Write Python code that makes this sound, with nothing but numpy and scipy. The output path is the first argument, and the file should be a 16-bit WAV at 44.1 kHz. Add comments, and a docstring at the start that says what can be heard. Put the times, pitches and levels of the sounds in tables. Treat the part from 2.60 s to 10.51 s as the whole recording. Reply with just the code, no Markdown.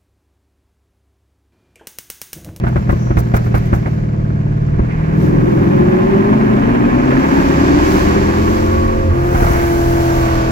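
"""Inside a loud V8 saloon

The car coasts under a bridge, popping, with one cylinder chuffing. It pulls with a rough growl from 2400
to 5400 rpm, then lifts off with more bangs and a high drone. The firing cylinders make the engine's note;
the exhaust's pops shake the cabin trim into a short buzz. The road rumbles underneath."""
import sys
import numpy as np
from scipy import signal
from scipy.fft import rfft, irfft, next_fast_len
from scipy.io import wavfile

SR = 44100
rng = np.random.default_rng(int(sys.argv[2]) if len(sys.argv) > 2 else 0)


def materialize(psi):
    """Save the field psi as 16-bit PCM at rate SR to the path in sys.argv[1].

    A 1-D psi becomes a single channel; in a 2-D psi each row is a channel.
    """
    bounded = np.clip(np.atleast_2d(psi).T, -1, 1)
    quanta = np.round(bounded * 32767).astype(np.int16)
    wavfile.write(sys.argv[1], SR, quanta)


N = 348831
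TIME = np.arange(N) / SR
SLOW_HZ, FAST_HZ = 63.8, 78.2   # engine speeds between which the note changes over

# engine speed (a coast, a flare, a long pull, a stumble, a slow fall): t/s, crankshaft turns/Hz
ENGINE_SPEED = [(0.0, 41.85), (2.12, 36.06), (2.2, 39.2), (2.3, 41.4), (2.38, 39.0), (2.65, 40.29),
                (3.05, 43.86), (4.55, 66.06), (5.55, 81.3), (6.0, 87.87), (6.15, 89.76), (6.45, 88.95),
                (6.55, 85.73), (6.7, 87.93), (7.0, 85.55), (7.55, 83.85), (7.91, 81.77)]
# the pedal: t/s, throttle (0 shut, 1 open)
PEDAL = [(2.15, 0), (2.33, .15), (2.6, .9), (3.4, 1), (6.47, 1), (6.58, 0)]
# loudness of the exhaust note: t/s, level/dB
NOTE_LEVEL = [(0, -15.5), (2.271, -16), (2.38, -21), (2.65, -11), (3.4, -11), (4.3, -15), (5.1, -14),
              (6.1, -15), (6.5, -18), (7.0, -16.5), (7.91, -15)]
# loudness of the sounds of hard pulling: t/s, growl/dB, bark/dB
LOAD_LEVELS = [(2.3, -55.5, -55), (2.6, -22, -37), (2.85, -20.5, -28.5), (3.3, -19, -24), (4.2, -16.5, -27),
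               (5.1, -15.5, -27), (5.6, -21.5, -27.5), (6.0, -22.5, -36), (6.5, -42, -41)]
# exhaust pops, with a few faint chuffs and trim rattles: t/s, level/dB, thump offset/dB, buzz offset/dB
POPS_AND_RATTLES = [(0.038, -15, 1, -36), (0.066, -14, 3, -31), (0.159, -12.5, 1.5, -35),
                    (0.271, -28.5, 1, -43), (0.292, -9, -2, -31), (0.329, -23.5, 13.5, -41),
                    (0.467, -27, 6.5, -41.5), (0.506, -17.5, 5.5, -43), (0.57, -9, 0, -19.5),
                    (0.716, -28.5, 2, -40.5), (0.739, -8, -2, -20.5), (0.765, -15, -9, -42),
                    (0.84, -28, 3.5, -16), (0.863, -22, 9.5, -40), (0.942, -7.5, -2.5, -27),
                    (0.971, -27, -10, -32), (1.043, -30.5, -10, -15), (1.129, -11.5, 2, -24),
                    (1.159, -36.5, -2.5, -14), (1.257, -14, 0, -34), (2.194, -23.5, 11, -50),
                    (6.645, -21, -1.5, -21), (6.722, -20, -2.5, -24), (6.746, -11, -2, -23),
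                    (6.8, -11, -5, -24), (6.822, -13, -0.5, -18), (6.842, -17, 0, -24),
                    (6.866, -11.5, -11.5, -22), (6.907, -15, 3, -14), (6.951, -14, -8.5, -25),
                    (7.021, -15.5, -11, -24)]
# tone colours of a crack, rushing air and buzzing trim: f/Hz, level/dB
CRACK_COLOUR = [(200, -2), (350, 2.5), (650, 1), (1000, -1), (1500, -2.5), (2300, -16), (3200, -26.5),
                (7000, -45), (16000, -58.5)]
RUSH_COLOUR = [(1500, 2), (3000, 5.5), (3600, 1.5), (4400, 3), (5500, 1.5), (7200, -2.5), (8300, -14.5),
               (16000, -26.5)]
BUZZ_COLOUR = [(3000, -10), (6000, 4), (8500, -4.5), (10500, -2.5), (12500, 2.5), (16000, 0)]


def from_db(db):
    """Turn decibels into a gain."""
    return 10 ** (np.asarray(db) / 20)


def unit_power(x):
    """Scale a sound to an average power of 1."""
    return x / np.sqrt(np.mean(x ** 2) + 1e-20)


def in_time(rows, t=TIME):
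    """Read each column of a table at the times t."""
    s, *columns = np.transpose(rows)
    return [np.interp(t, s, c) for c in columns]


def at_hz(points, hz):
    """Read a table along a logarithmic frequency axis."""
    f, value = np.transpose(points)
    return np.interp(np.log(hz + 1e-3), np.log(f), value)


def drift(rate, t):
    """A smooth random wander of about 1, with up to `rate` swings per unit of t."""
    knots = signal.resample_poly(rng.standard_normal(2000), 8, 1)
    return np.interp(t * rate * 16 + 100, np.arange(len(knots)), knots)


def swells(rows, width_s, t=TIME):
    """Add up bell-shaped swells, given as (t/s, height)."""
    return sum(height * np.exp(-np.minimum(((t - s) / width_s) ** 2, 50)) for s, height in rows)


def lift_db(modes, hz):
    """How many decibels a set of peaks and dips adds at hz."""
    return sum(db / (1 + (2 * (hz - f) / width) ** 2) for f, width, db in modes)


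def ring(x, hz, t60):
    """A resonance: each click in x starts a tone that fades by 60 dB in t60 seconds."""
    r, w = np.exp(-np.log(1000) / (t60 * SR)), 2 * np.pi * hz / SR
    return signal.lfilter([0, np.sin(w)], [1, -2 * r * np.cos(w), r * r], x + 1e-18)


def pipe_ring(x, hz, width, db):
    """One resonance of a pipe: the narrower it is, the longer it rings."""
    return from_db(db) * np.sqrt(width) * ring(x, hz, np.log(1000) / (np.pi * width))


def keep_band(x, low_hz, high_hz):
    """Let through what lies between two frequencies."""
    return signal.sosfilt(signal.butter(2, [low_hz, high_hz], "band", fs=SR, output="sos"), x)


def cabin(x, colour=None):
    """Standing waves make left and right differ. Rows of x: direct sound, left echoes, right echoes."""
    # how far the left side is ahead: f/Hz, phase/rad
    left_lead = [(60, 0.39), (130, 0), (260, 0.98), (370, 1), (470, 2.88), (580, 2.16), (630, 2.2),
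                 (675, 1.0), (730, 2.1), (850, 2.34), (1080, 3), (1720, 2.92), (2400, 7), (5000, 13.9),
                 (16000, 49.66)]
    # how much both sides have in common: f/Hz, share (0-1)
    common_share = [(60, 0.95), (150, 0.9), (380, 0.54), (600, 0.83), (1200, 0.82), (2400, 0.47),
                    (5000, 0.074), (16000, 0.063)]
    # how much louder the left side is: f/Hz, level/dB
    left_louder = [(60, -2), (200, 0.2), (600, 3), (1300, -2), (2400, -5), (4400, 1), (8000, 8.5),
                   (15000, -1)]
    size = next_fast_len(N + SR // 10)
    hz, spectrum = np.arange(size // 2 + 1) * SR / size, rfft(x, size)
    shared = np.clip(at_hz(common_share, hz), 0, 1)
    spectrum = np.sqrt(shared) * spectrum[0] + np.sqrt(1 - shared) * spectrum[1:]
    if colour:
        spectrum = spectrum * from_db(at_hz(colour, hz))
    sides = np.array([[.5], [-.5]])
    phase_shift = np.exp(1j * sides * at_hz(left_lead, hz))
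    return irfft(spectrum * phase_shift * from_db(sides * at_hz(left_louder, hz)), size)[:, :N]


def cabin_noise(colour):
    """Stereo noise of a given tone colour in the cabin, at power 1."""
    return unit_power(cabin(rng.standard_normal((3, N)), colour))


def roughness(t):
    """The engine burns most unevenly in the middle of the pull, and around the pops."""
    # with the throttle shut and open: crankshaft turns/Hz, roughness (0-1)
    rough_shut = [(38, .16), (84, .08)]
    rough_open = [(40, .27), (60, .4), (77, .44), (86, .18)]
    crank, throttle = in_time(ENGINE_SPEED, t)[0], in_time(PEDAL, t)[0]
    shut, opened = (np.interp(crank, *np.transpose(table)) for table in (rough_shut, rough_open))
    near_pop = np.minimum(swells([(s, 1) for s, *_ in POPS_AND_RATTLES], width_s=.12, t=t), 1)
    return (1 - throttle) * shut + throttle * opened + .1 * near_pop


def puffs(firing, depth, scatter_db):
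    """Gas leaves in a puff at each firing, stronger from some cylinders."""
    # strength of each of the eight firings: level/dB
    cylinder_db = [1.2, -1, .3, -.4, 1, -1.2, 0, -.5]
    number = firing.astype(int)
    strength = np.array(cylinder_db)[number % len(cylinder_db)]
    strength = strength + scatter_db * rng.standard_normal(N)[number]
    return unit_power(from_db(strength) * np.exp(depth * np.cos(2 * np.pi * (firing - .5))))


def exhaust_note(turns, boom_db=-2.0, boom_edge_hz=100, wobble_hz=12.0, sway_db=.8, misfire_db=-2.5):
    """The firings make a stack of tones ("orders"), mixed by throttle and speed, wobbling unevenly."""
    # the tones in four running states: order (multiple of the engine speed), level/dB
    shut_slow = [(1.0, -35), (1.5, -34), (2.0, -28), (2.5, -37), (3.0, -19.5), (3.5, -30), (4.0, -20),
                 (4.5, -33), (5.0, -29), (5.5, -29), (6.0, -44), (6.5, -39), (7.0, -36), (7.5, -38),
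                 (8.0, -38), (8.5, -36), (9.0, -40), (9.5, -40), (10.0, -40), (10.5, -43), (11.0, -44),
                 (11.5, -42), (12.0, -44), (12.5, -37), (13.0, -47), (13.5, -43), (14.0, -45)]
    open_slow = [(1.0, -29), (1.5, -33), (2.0, -25), (2.5, -28), (3.0, -26), (3.5, -27), (4.0, -20),
                 (4.5, -25), (5.0, -27), (5.5, -30), (6.0, -33), (6.5, -30), (7.0, -31), (7.5, -30),
                 (8.0, -31), (8.5, -36), (9.0, -33), (9.5, -39), (10.0, -39), (10.5, -39), (11.0, -37),
                 (11.5, -35), (12.0, -32), (12.5, -39), (13.0, -44), (13.5, -45), (14.0, -46)]
    open_fast = [(1.0, -18), (1.5, -29), (2.0, -32), (2.5, -20), (3.0, -28), (3.5, -25), (4.0, -22),
                 (4.5, -26), (5.0, -23), (5.5, -27), (6.0, -32), (6.5, -37), (7.0, -38), (7.5, -37),
                 (8.0, -44), (8.5, -41), (9.0, -43), (9.5, -37), (10.0, -40), (10.5, -43), (11.0, -45),
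                 (11.5, -42), (12.0, -46), (12.5, -36), (13.0, -39), (13.5, -45), (14.0, -42), (14.5, -43),
                 (15.0, -48)]
    shut_fast = [(1.0, -23), (1.5, -22), (2.0, -30), (2.5, -32), (3.0, -28), (3.5, -34), (4.0, -18),
                 (4.5, -34), (5.0, -26), (5.5, -24), (6.0, -35), (6.5, -37), (7.0, -32), (7.5, -39),
                 (8.0, -26.5), (8.5, -30), (9.0, -39), (9.5, -29), (10.0, -32), (10.5, -37), (11.0, -29),
                 (11.5, -44), (12.0, -43), (12.5, -36), (13.0, -50), (13.5, -45), (14.0, -32), (14.5, -45),
                 (15.0, -44), (15.5, -42), (16.0, -43), (16.5, -43), (17.0, -42), (17.5, -39), (18.0, -35),
                 (18.5, -43)]
    # peaks and dips that the tones sweep through: f/Hz, width/Hz, level/dB
    cabin_air = [(126.3, 17.7, 5), (203.2, 12.7, 5)]   # at any load
    drones = [(135, 13, 6), (199, 13, 4), (283, 22, 5), (325, 35, 4), (362, 26, 10), (392, 26, 12),
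              (455, 50, -2), (555, 70, 5)]   # pulling at low speed
    body_modes = [(55, 22, -4), (83.2, 16, 0.5)]   # the car's body, under load
    firing_open = [(160, 10, 4), (171, 10, -8), (215, 40, 1), (300, 20, 2), (355, 50, -4)]   # standing waves for the firing tone, throttle open
    firing_shut = [(148, 16, 2), (166, 12, -4), (344, 36, 6)]   # and throttle shut
    # tones that swell or soften at high engine speed: f/Hz, width/Hz, level/dB
    high_speed_colour = [(310, 24, 6), (445, 40, -3), (536, 26, 13), (675, 30, 4), (805, 40, -4),
                         (1122, 26, 19)]
    # the drivetrain lurches and the boom swells as the throttle opens and shuts: t/s, level/dB
    lurches = [(2.2, 6), (6.51, 11)]
    step = 12   # low tones need only every 12th sample
    t, turns = TIME[::step], turns[::step]
    crank, throttle, note_db = (in_time(curve, t)[0] for curve in (ENGINE_SPEED, PEDAL, NOTE_LEVEL))
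    rough, lurch_db = roughness(t), swells(lurches, width_s=.04, t=t)
    fast = np.clip((crank - SLOW_HZ) / (FAST_HZ - SLOW_HZ), 0, 1)
    slow, shut = 1 - fast, 1 - throttle
    # tones, firing tone level/dB, share of the mix
    states = [(shut_slow, -20, shut * slow), (open_slow, -17.5, throttle * slow),
              (open_fast, -20.5, throttle * fast), (shut_fast, -23, shut * fast)]
    orders = np.arange(2, 38) / 2
    hz = orders[:, None] * crank
    level = sum(np.interp(orders, *np.transpose(table), right=-50)[:, None] * share
                for table, _, share in states)
    level += lift_db(cabin_air, hz) + slow * throttle * lift_db(drones, hz)
    level += fast * lift_db(high_speed_colour, hz)
    # the lowest tones boom through the body, the rest come down the pipe
    low = 1 / (1 + (hz / boom_edge_hz) ** 20)
    body = low * from_db(level + boom_db + throttle * lift_db(body_modes, hz) + lurch_db)
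    pipe = (1 - low) * from_db(level)
    gains = body + from_db(note_db) * pipe / np.sqrt(np.sum(pipe ** 2, axis=0))
    out = 0
    for order, order_hz, gain in zip(orders, hz, gains):
        # under load, scatter in the firing times blurs the higher tones most
        uneven = np.minimum(rough * (1 + throttle * order / 10), .95)
        if order == 4:
            # the firing tone: all cylinders add up, so it is steadier, but each pop robs it briefly
            standing = throttle * lift_db(firing_open, order_hz) + shut * lift_db(firing_shut, order_hz)
            misfires = swells([(s, misfire_db) for s, *_ in POPS_AND_RATTLES], width_s=.045, t=t)
            gain = from_db(sum(db * share for _, db, share in states) + standing + misfires - lurch_db)
            uneven = rough / 2
        blur_hz = wobble_hz * max(1, order / 4)
        blur = (drift(blur_hz, t) + 1j * drift(blur_hz, t)) / np.sqrt(2)
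        wobble = np.sqrt(1 - uneven ** 2) + uneven * blur
        sway = from_db(sway_db * drift(1.493, t))
        wave = np.sqrt(2) * gain * sway * wobble * np.exp(2j * np.pi * (order * turns + rng.random()))
        # echoes come a quarter cycle off and slowly change in strength
        echoes = np.sqrt(2) * np.sin(2 * np.pi * rng.random((2, 1)) + drift(0.703, t)) * wave.imag
        out = out + np.vstack([wave.real, echoes])
    return cabin(signal.resample_poly(out, step, 1, axis=1)[:, :N])


def burble(firing, level_db=-1.5):
    """No two firings are equal: their scatter rings the pipe between the engine's tones."""
    # resonances of the exhaust pipe: f/Hz, width/Hz, level/dB
    pipe_modes = [(120.7, 28, -2), (196.4, 53, 6), (265, 55, -18), (336, 62, 4), (374, 50, -1),
                  (544, 16, -9)]
    kicks = np.diff(np.floor(firing), prepend=0) * rng.standard_normal((3, N))
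    pipe = sum((-1) ** k * pipe_ring(kicks, *mode) for k, mode in enumerate(pipe_modes))
    pipe = unit_power(keep_band(pipe, 90, 700))
    return cabin(pipe * roughness(TIME) * from_db(in_time(NOTE_LEVEL)[0] + level_db))


def roar(turns, firing, chuff_db=9.5, chuff_s=.009, surge_db=1.0, surge_hz=28):
    """Gas tears out in puffs: one cylinder's chuff on the coast, a surging bark and rasp under load."""
    # loudness of the rasp: t/s, level/dB
    rasp_level = [(1.25, -41.5), (1.5, -43.5), (2.05, -43), (2.3, -38.5), (2.55, -35.5), (3.0, -33),
                  (3.85, -29.5), (4.8, -25.5), (5.45, -25.5), (6.5, -34), (6.85, -30), (7.03, -29),
                  (7.2, -31.5), (7.7, -29), (7.91, -30)]
    # its tone colour: f/Hz, level/dB
    rasp_colour = [(300, -8), (520, -2.5), (720, -6), (1050, 0.5), (1350, -7.5), (1700, -4), (2050, -13),
                   (2450, -15), (2850, -20), (3400, -28), (6000, -53.5)]
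    # resonances of the tailpipes: f/Hz, width/Hz, level/dB
    bark_modes = [(560, 31, 7.5), (780, 70, 1.5), (870, 88, 7), (1036, 54, 7), (1560, 150, -26),
                  (2000, 250, -33)]
    crank, throttle = in_time(ENGINE_SPEED)[0], in_time(PEDAL)[0]
    coasting = (1 - throttle) * (crank < SLOW_HZ)
    age = (turns / 2 - .64) % 1 * 2 / crank   # seconds since the chuff, which comes every two turns
    chuff = coasting * from_db(chuff_db) * (1 - np.exp(-age / .001)) * np.exp(-age / chuff_s)
    gas = puffs(firing, depth=.17, scatter_db=.7)
    rasp = gas * cabin_noise(rasp_colour) + chuff * cabin_noise(CRACK_COLOUR)
    rasp *= from_db(in_time(rasp_level)[0] + 6.5)
    blasts = rng.standard_normal((3, N)) * puffs(firing, depth=.5, scatter_db=1.2)
    pipes = sum(np.diff(pipe_ring(blasts, hz, width, db), prepend=0) / hz for hz, width, db in bark_modes)
    bark = from_db(in_time(LOAD_LEVELS)[1]) * unit_power(cabin(keep_band(pipes, 450, 2400)))
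    return (rasp + bark) * from_db(throttle * surge_db * drift(surge_hz, TIME))


def road_rumble():
    """The road rumbles deeply under the car."""
    # loudness: t/s, level/dB
    road_level = [(0.0, -46), (0.8, -29.5), (1.6, -27.5), (2.4, -22.5), (3.5, -30), (5.1, -24),
                  (6.1, -20.5), (7.91, -20)]
    # tone colour: f/Hz, level/dB
    road_colour = [(12, -31.5), (25, -3), (32, 5.5), (40, 2), (50, -3.5), (65, 3), (110, -12), (300, -11.5),
                   (700, -26.5), (2000, -68.5)]
    return from_db(in_time(road_level)[0] + 1.0) * cabin_noise(road_colour)


def air_rush(firing):
    """Rushing air hisses, pulsing a little with each firing."""
    # loudness: t/s, level/dB
    rush_level = [(1.5, -57.5), (2.25, -56.5), (2.75, -51.5), (4.25, -48.5), (4.8, -39), (5.38, -34.5),
                  (5.6, -38), (6.0, -39.5), (6.55, -48), (6.9, -41), (7.3, -40.5), (7.75, -37.5),
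                  (7.91, -39)]
    hiss = from_db(in_time(rush_level)[0] + 4.5) * cabin_noise(RUSH_COLOUR)
    return hiss * puffs(firing, depth=.085, scatter_db=1.8) ** .5


def pops(snap_db=-12, crack_db=-6.0, tail_db=-30.5, buzz_db=-4.0, tap_db=3.0):
    """Pops crack, thump the pipe and body, then shake the trim; faint ones are chuffs or rattles."""
    # what a thump rings with: f/Hz, level/dB, time to fade by 60 dB/s
    thump_modes = [(64, -0.5, 0.24), (95.3, 3.5, 0.11), (183, 3, 0.038), (234, -1, 0.042),
                   (324.8, -5.5, 0.11), (354, -9, 0.072), (560, -4, 0.045), (640, -15.5, 0.019),
                   (1082, -1, 0.043)]
    # tone colour of a pop's first, direct snap: f/Hz, level/dB
    snap_colour = [(300, -5), (650, 8), (1300, 5.5), (2200, 0), (3200, -25), (6000, -38), (16000, -65)]
    snap_s, crack_rise_s, crack_t60, tail_t60 = .008, .0015, .12, .25
    hold_s = .007   # the crack stays strong while its first echoes arrive
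    buzz_rise_s, buzz_length_s, taps_per_s, tap_s = .011, .037, 130, .002
    crack, snap, buzz, kicks = np.zeros((4, N))
    for s, db, thump, rattle in POPS_AND_RATTLES:
        start = int(s * SR)
        age = TIME[:N - start][:SR // 2]
        span = slice(start, start + len(age))
        dying = from_db(-60 * np.maximum(age - hold_s, 0) / crack_t60)
        tail = from_db(tail_db - 60 * age / tail_t60)
        crack[span] += from_db(db) * (1 - np.exp(-age / crack_rise_s)) * (dying + tail)
        snap[span] += from_db(db + snap_db) * np.exp(-age / snap_s)
        shake = (1 - np.exp(-age / buzz_rise_s)) / (1 + (age / buzz_length_s) ** 10)
        buzz[span] += from_db(db + rattle) * shake
        kicks[start] = from_db(db + thump)
    # the thump is mostly direct; its echoes differ each time
    kicks = kicks * np.vstack([np.ones(N), rng.choice([-1, 1], (2, N))])
    thumps = sum(from_db(db) * ring(kicks, hz, t60) for hz, db, t60 in thump_modes)
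    # the trim taps at random, each tap dying quickly
    taps = signal.lfilter([1], [1, -np.exp(-1 / (tap_s * SR))], rng.random(N) < taps_per_s / SR)
    chatter = unit_power(1 + from_db(tap_db) * taps)
    burst = snap * cabin_noise(snap_colour) + from_db(crack_db) * crack * cabin_noise(CRACK_COLOUR)
    trim = from_db(buzz_db) * buzz * chatter * cabin_noise(BUZZ_COLOUR)
    return burst + cabin(keep_band(thumps, 40, 800)) + trim


def settling(rattle_db=-39.5, hiss_db=-32.0, settle_t60=0.97, rise_s=0.058):
    """The pops leave the trim trembling and gas hissing in the pipe; both die away slowly."""
    power = np.zeros(N)
    for s, db, *_ in POPS_AND_RATTLES:
        start = int(s * SR)
        age = TIME[:N - start][:SR]
        shaken = from_db(db - 60 * age / settle_t60) * (1 - np.exp(-age / rise_s))
        power[start:start + len(age)] += shaken ** 2
    trembling = from_db(rattle_db) * cabin_noise(BUZZ_COLOUR)
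    return np.sqrt(power) * (trembling + from_db(hiss_db) * cabin_noise(RUSH_COLOUR))


def hand_on_wheel():
    """A hand slides on the steering wheel with a short swish."""
    # loudness: t/s, level/dB
    hand_level = [(0, -95), (.34, -71), (.41, -48), (.47, -49), (.56, -58), (.7, -90)]
    # tone colour: f/Hz, level/dB
    swish_colour = [(4000, -31), (5200, -15.5), (5600, 5), (6500, 0), (7500, -17), (10000, -50)]
    return from_db(in_time(hand_level)[0]) * cabin_noise(swish_colour)


def panel_slaps(decay_s=.006):
    """After the hardest pops a loose panel falls back into its seat with a bright snap."""
    # each slap: t/s, level/dB
    slap_times = [(0.593, -29), (0.766, -26.5), (0.979, -33)]
    # tone colour: f/Hz, level/dB
    slap_colour = [(2500, -15), (4800, 2), (6500, -4), (9000, -8), (13000, 4), (16000, 3)]
    level = np.zeros(N)
    for s, db in slap_times:
        start = int(s * SR)
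        level[start:] += from_db(db) * np.exp(-np.minimum(TIME[:N - start] / decay_s, 20))
    return level * cabin_noise(slap_colour)


def wheeze():
    """A thin wheeze comes and goes."""
    # each wheeze: t/s, half length/s, level/dB
    wheeze_times = [(1.1, .22, -42), (2.315, .02, -33), (2.43, .1, -40), (7.0, .11, -32)]
    # tone colour: f/Hz, level/dB
    wheeze_colour = [(900, -20), (1600, -1), (1950, 0), (2600, -9), (3500, -25), (8000, -50)]
    level = sum(swells([(s, from_db(db))], width_s) for s, width_s, db in wheeze_times)
    return level * cabin_noise(wheeze_colour)


def growl(turns, edge_hz=425, firmness=.7):
    """Under load, uneven firing smears the note into rough bands that climb with the engine speed."""
    # the bands: centre/order, half width/order, level/dB
    growl_bands = [(2.15, .25, -7), (3.76, .16, -1), (3.45, .4, -9), (4.8, .18, -3), (6.9, .5, -10),
                   (7.72, .1, -5)]
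    # the cabin's standing waves that lift them: f/Hz, width/Hz, level/dB
    growl_modes = [(285, 30, 3), (345, 30, 1), (392, 36, 8)]
    step = 12   # low tones need only every 12th sample
    turns, crank = turns[::step], in_time(ENGINE_SPEED, TIME[::step])[0]
    out = np.zeros((3, len(turns)))
    for order, width, db in growl_bands:
        hz = order * crank
        # the cabin shuts out the growl above edge_hz
        gain = from_db(db + lift_db(growl_modes, hz)) / (1 + (hz / edge_hz) ** 24)
        tone = gain * np.exp(2j * np.pi * order * turns)
        for part in out:
            wander = drift(width, turns) + 1j * drift(width, turns)
            part += (tone * wander / (abs(wander) + .2) ** firmness).real   # firmness evens the strength
    bands = cabin(signal.resample_poly(out, step, 1, axis=1)[:, :N])
    return from_db(in_time(LOAD_LEVELS)[0]) * unit_power(bands)


def intake_hiss(at_s=2.64, level_db=-43):
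    """Air hisses in as the throttle opens."""
    hiss = unit_power(cabin_noise(RUSH_COLOUR) + cabin_noise(BUZZ_COLOUR))
    return swells([(at_s, from_db(level_db))], width_s=.065) * hiss


def trim_buzz():
    """The cabin trim buzzes, mostly at high engine speed."""
    # loudness: t/s, level/dB
    buzz_level = [(1.5, -84), (2.15, -85), (2.5, -66), (2.95, -57.5), (3.3, -59), (4.45, -59), (4.75, -50),
                  (5.15, -53), (5.33, -42), (5.6, -53), (5.95, -47.5), (6.5, -58), (6.8, -42.5),
                  (7.6, -43.5), (7.91, -52)]
    return from_db(in_time(buzz_level)[0] + 6.5) * cabin_noise(BUZZ_COLOUR)


def scene():
    """Engine, exhaust and road as heard from the driver's seat."""
    turns = np.cumsum(in_time(ENGINE_SPEED)[0]) / SR
    firing = 4 * turns   # four cylinders fire in each turn
    background = air_rush(firing) + trim_buzz() + intake_hiss() + wheeze() + road_rumble()
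    background += hand_on_wheel()
    engine = exhaust_note(turns) + growl(turns) + burble(firing) + roar(turns, firing)
    return background + engine + pops() + panel_slaps() + settling()


def record(dry, cutoff_hz=15900):
    """Round off the loudest peaks and cut the highest treble."""
    rounded = dry / (1 + dry ** 8) ** (1 / 8)
    return signal.sosfilt(signal.ellip(12, .1, 90, cutoff_hz, fs=SR, output="sos"), rounded)


dry = scene()
out = record(dry)
materialize(out)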